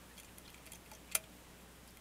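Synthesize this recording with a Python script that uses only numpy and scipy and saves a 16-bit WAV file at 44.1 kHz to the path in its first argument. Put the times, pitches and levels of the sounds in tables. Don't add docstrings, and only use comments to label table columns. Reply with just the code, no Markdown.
import sys
import numpy as np
from scipy import signal
from scipy.fft import rfft, irfft, next_fast_len
from scipy.io import wavfile
from scipy.ndimage import uniform_filter1d, map_coordinates

SR = 44100
rng = np.random.default_rng(int(sys.argv[2]) if len(sys.argv) > 2 else 0)


def decibels_to_gain(level_db):
    exponent = np.asarray(level_db, float) / 20
    return 10 ** exponent


def pcm_store(signal):
    levels = np.round(np.clip(np.atleast_2d(signal), -1, 1) * 32767)
    wavfile.write(sys.argv[1], SR, levels.astype(np.int16).T)


N = 88596


def unit(x):
    return x / np.sqrt(np.mean(x ** 2) + 1e-20)


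def along(points, hz):
    point_hz, value = np.transpose(points)
    return np.interp(np.log(hz + 1), np.log(point_hz + 1), value)


def wobble(rate_hz):
    knots = rng.standard_normal(int(N * rate_hz / SR) + 4)
    return map_coordinates(knots, [np.arange(N) * rate_hz / SR])


def filtered(x, response):
    size = next_fast_len(len(x) + 4096)
    spectrum = rfft(x, size) * response(np.fft.rfftfreq(size, 1 / SR))
    return irfft(spectrum, size)[:len(x)]


def resonance(f, hz, width_hz):
    return 1j * f * width_hz / (hz * hz - f * f + 1j * f * width_hz)


def room_tone():
    # hz, level_db [dB per Hz]
    rumble = [(15, -14.5), (30, -0.5), (45, -14), (90, -2), (200, -1), (400, -6), (800, -9), (1500, -11.5)]
    # hz, level_db [dB per Hz]
    mic_hiss = [(1500, 1), (3000, -2), (4500, -7), (6500, -6.5), (9000, -6.5), (13000, -16), (15600, -10),
                (15900, -50)]
    # hz, level_db
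    mains = [(60, -65), (180, -69.5), (240, -80), (300, -78.5), (420, -78.5), (540, -82.5), (600, -82.5)]
    t = np.arange(N) / SR
    noise = filtered(rng.standard_normal(N), lambda hz: decibels_to_gain(along(rumble, hz) + along(mic_hiss, hz)))
    out = decibels_to_gain(-59 + 0.28 * wobble(4.1)) * unit(noise)
    for hz, db in mains:
        level = np.sqrt(2) * decibels_to_gain(db + 0.6 * wobble(5.8))
        phase = 2 * np.pi * (hz * t + rng.random()) + 0.15 * wobble(3.8)
        out += level * np.sin(phase)
    return out


def rustle():
    # time_s, level_db
    rub = [(0.0, -69.5), (2.01, -71)]
    # hz, level_db [dB per Hz]
    spectrum = [(800, -28), (2500, 6), (6000, -5), (12000, 8), (15600, -4), (15900, -50)]
    time_s, db = np.transpose(rub)
    noise = unit(filtered(rng.standard_normal(N), lambda hz: decibels_to_gain(along(spectrum, hz))))
    sway_db = 1.1 * wobble(25.3) + 1.3 * wobble(150)
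    return decibels_to_gain(np.interp(np.arange(N) / SR, time_s, db) + sway_db) * noise


def scrapes():
    # start_s, length_s, level_db, pitch_hz
    strokes = [(.085, 0.058, -65, 1770), (.172, 0.048, -67, 3270), (0.245, .012, -59, 7440),
               (0.276, 0.023, -61, 2510), (.37, 0.021, -64, 3130), (0.447, 0.024, -59, 3440),
               (0.477, 0.0094, -54.5, 4500), (0.487, 0.016, -59, 3200), (.666, 0.017, -57, 2450),
               (.745, 0.018, -55, 6200), (.748, .012, -62, 2430), (.914, 0.015, -64, 5040),
               (1.236, 0.009, -59, 3300), (0.929, 0.015, -58, 6000), (0.945, 0.019, -60, 6140),
               (1.068, 0.046, -65, 2460), (1.111, 0.03, -56.5, 2500), (1.111, 0.022, -54.5, 7460),
               (1.114, 0.023, -59, 4170), (.575, .012, -63, 2450), (0.859, 0.011, -62, 2700),
               (1.869, 0.038, -65.5, 5000), (0.541, .007, -55.5, 7600), (.542, 0.0069, -55, 2420),
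               (0.72, 0.0072, -54, 9700), (.376, .014, -63, 8800), (0.273, .03, -72, 8900)]
    q, grit_db = 8.5, 2.5
    out = np.zeros(N + SR)
    for start_s, length_s, db, hz in strokes:
        noise, grit = rng.standard_normal((2, int(length_s * SR)))
        grit = noise * decibels_to_gain(grit_db * unit(uniform_filter1d(grit, size=30)))
        tone = filtered(grit, lambda f: resonance(f, hz, hz / q))
        envelope = np.sqrt(np.hanning(len(tone)))
        out[round(start_s * SR):][:len(tone)] += decibels_to_gain(db) * unit(tone) * envelope
    return out[:N]


def ring(modes, blow):
    detune, scatter_db = 0.0031, 2
    hz, width_hz, db = np.transpose(modes)[:, :, None]
    pitch_luck, level_luck = rng.standard_normal((2, len(modes), 1))
    sign = (-1.) ** np.arange(len(modes))[:, None]
    hz = hz * (1 + detune * pitch_luck)
    gain = sign * decibels_to_gain(db + scatter_db * level_luck)
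    out = filtered(blow, lambda f: np.sum(gain * resonance(f, hz, width_hz), axis=0))
    return out / np.abs(out).max()


def pins():
    # start_s, pick_db, cylinder_db, chatter_ms
    ticks = [(0.1706, -48, -50, 2.4), (0.1783, -46, -42, 2.4), (0.182, -41, -48, 2.4),
             (0.1901, -44, -47, 2), (0.1991, -37, -43, 1.6), (0.203, -41, -47, 2.4),
             (0.2329, -43.5, -48, 2), (0.2463, -46, -49, 1.7), (0.3834, -33.5, -44.5, 1.6),
             (0.4777, -49, -46.5, 1.5), (0.5023, -43.5, -50, 1.7), (0.543, -57, -46, 2.4),
             (0.5791, -55, -48.5, 2.3), (0.657, -45.5, -53, 2.2), (0.6643, -38, -46.5, 2),
             (0.6716, -46, -45, 1.8), (0.7194, -34, -45, 2), (0.7216, -34, -41, 1.4),
             (0.7339, -35, -45, 2.5), (0.7556, -38.5, -51, 1.4), (0.8607, -53, -49, 2),
             (0.9151, -39.5, -40, 2.4), (0.9345, -46, -46, 2.3), (0.9501, -43, -52, 2.5),
             (1.1154, -46, -40, 2), (1.1214, -40, -39, 2.4), (1.2394, -47, -46, 2), (1.8761, -43, -53, 3.8),
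             (1.9064, -48, -55, 2), (1.9711, -44, -46, 1.2)]
    # start_s, pick_db, cylinder_db, chatter_ms
    setting_pin = [
        (1.148, -31, -37, 3),
        (1.1502, -23, -35, 2.2),
        (1.1514, -11, -18, 1.7),
        (1.1524, -19, -31, 1.2),
        (1.1534, -13, -28, 1),
        (1.155, -17.5, -27.5, 1.9),
        (1.1577, -26.5, -33, 2.4),
        (1.16, -33, -31, 2),
    ]
    # hz, width_hz, level_db
    snap_modes = [(6440, 1540, -5.5), (10620, 3300, -1.5), (13730, 1900, -2)]
    # hz, width_hz, level_db
    pick_modes = [(6280, 85, 0), (6950, 220, -3), (7100, 126, 5.5), (8120, 340, -4.5), (8620, 140, -0.5),
                  (9600, 170, 4), (10380, 350, 4), (10700, 660, -11.5), (12500, 750, -8), (13900, 430, -12),
                  (14300, 530, -13)]
    # hz, width_hz, level_db
    cylinder_modes = [(424, 68, -11.5), (641, 42, -3), (890, 170, -15), (1372, 163, -6.5), (2089, 74, -1),
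                      (2429, 69, 4.5), (2700, 190, -5), (3271, 62, 0.5), (3900, 560, -11),
                      (4530, 236, -3.5)]
    chatter_db, snap_db, ring_db, knock_db = -21, -1.5, -6, -3.5
    out, t = np.zeros(N + SR), np.arange(4096) / SR
    for start_s, pick_db, cylinder_db, chatter_ms in list(ticks) + list(setting_pin):
        decay = np.exp(-t * 1000 / max(chatter_ms, 0.1))
        blow = decibels_to_gain(chatter_db) * rng.laplace(size=len(t)) * decay
        blow[0] = 1
        pick = decibels_to_gain(snap_db) * ring(snap_modes, blow) + decibels_to_gain(ring_db) * ring(pick_modes, blow)
        cylinder = decibels_to_gain(cylinder_db + knock_db) * ring(cylinder_modes, blow)
        out[round(start_s * SR):][:len(t)] += decibels_to_gain(pick_db) * pick + cylinder
    return out[:N]


def room(x):
    # hz, t60_s
    decay = [(500, 0.17), (3000, 0.12), (8000, 0.071), (15000, 0.083)]
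    hz, t, z = signal.stft(rng.standard_normal(SR // 3), SR, nperseg=256)
    fade = decibels_to_gain(-60 * t / along(decay, hz)[:, None])
    tail = signal.istft(z * fade, SR, nperseg=256)[1]
    delayed = np.pad(x, (130, 0))
    return signal.fftconvolve(delayed, tail / np.linalg.norm(tail))[:N]


def knocks():
    # start_s, level_db, hz, t60_s
    handle_knocks = [
        (.27, -56.5, 95, 0.27),
        (.668, -56, 641, 0.17),
        (.725, -51.5, 171, 0.18),
        (.735, -54, 905, 0.073),
        (.917, -42.5, 862, 0.053),
        (.925, -53.5, 641, 0.15),
        (1.152, -48.5, 641, 0.31),
    ]
    out, t = np.zeros(N + SR), np.arange(SR // 4) / SR
    onset = 1 - np.exp(-t / 0.0025)
    for start_s, db, hz, t60_s in handle_knocks:
        knock = decibels_to_gain(db - 60 * t / t60_s) * onset * np.sin(2 * np.pi * hz * t)
        out[round(start_s * SR):][:len(t)] += knock
    return out[:N]


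def scene():
    lock = filtered(pins() + scrapes(),
                    lambda hz: hz ** 4 / (hz ** 4 + 330 ** 4) / (1 + (hz / 15600) ** 24))
    mono = lock + decibels_to_gain(-9.5) * room(lock) + knocks() + rustle() + room_tone()
    side = decibels_to_gain(-35) * filtered(room(lock), lambda hz: hz > 4500)
    return np.array([mono + side, mono - side])


def roll_off(x):
    return signal.sosfilt(signal.butter(12, 16650, fs=SR, output="sos"), x)


def record(dry):
    return roll_off(dry)


dry = scene()
out = record(dry)
pcm_store(out)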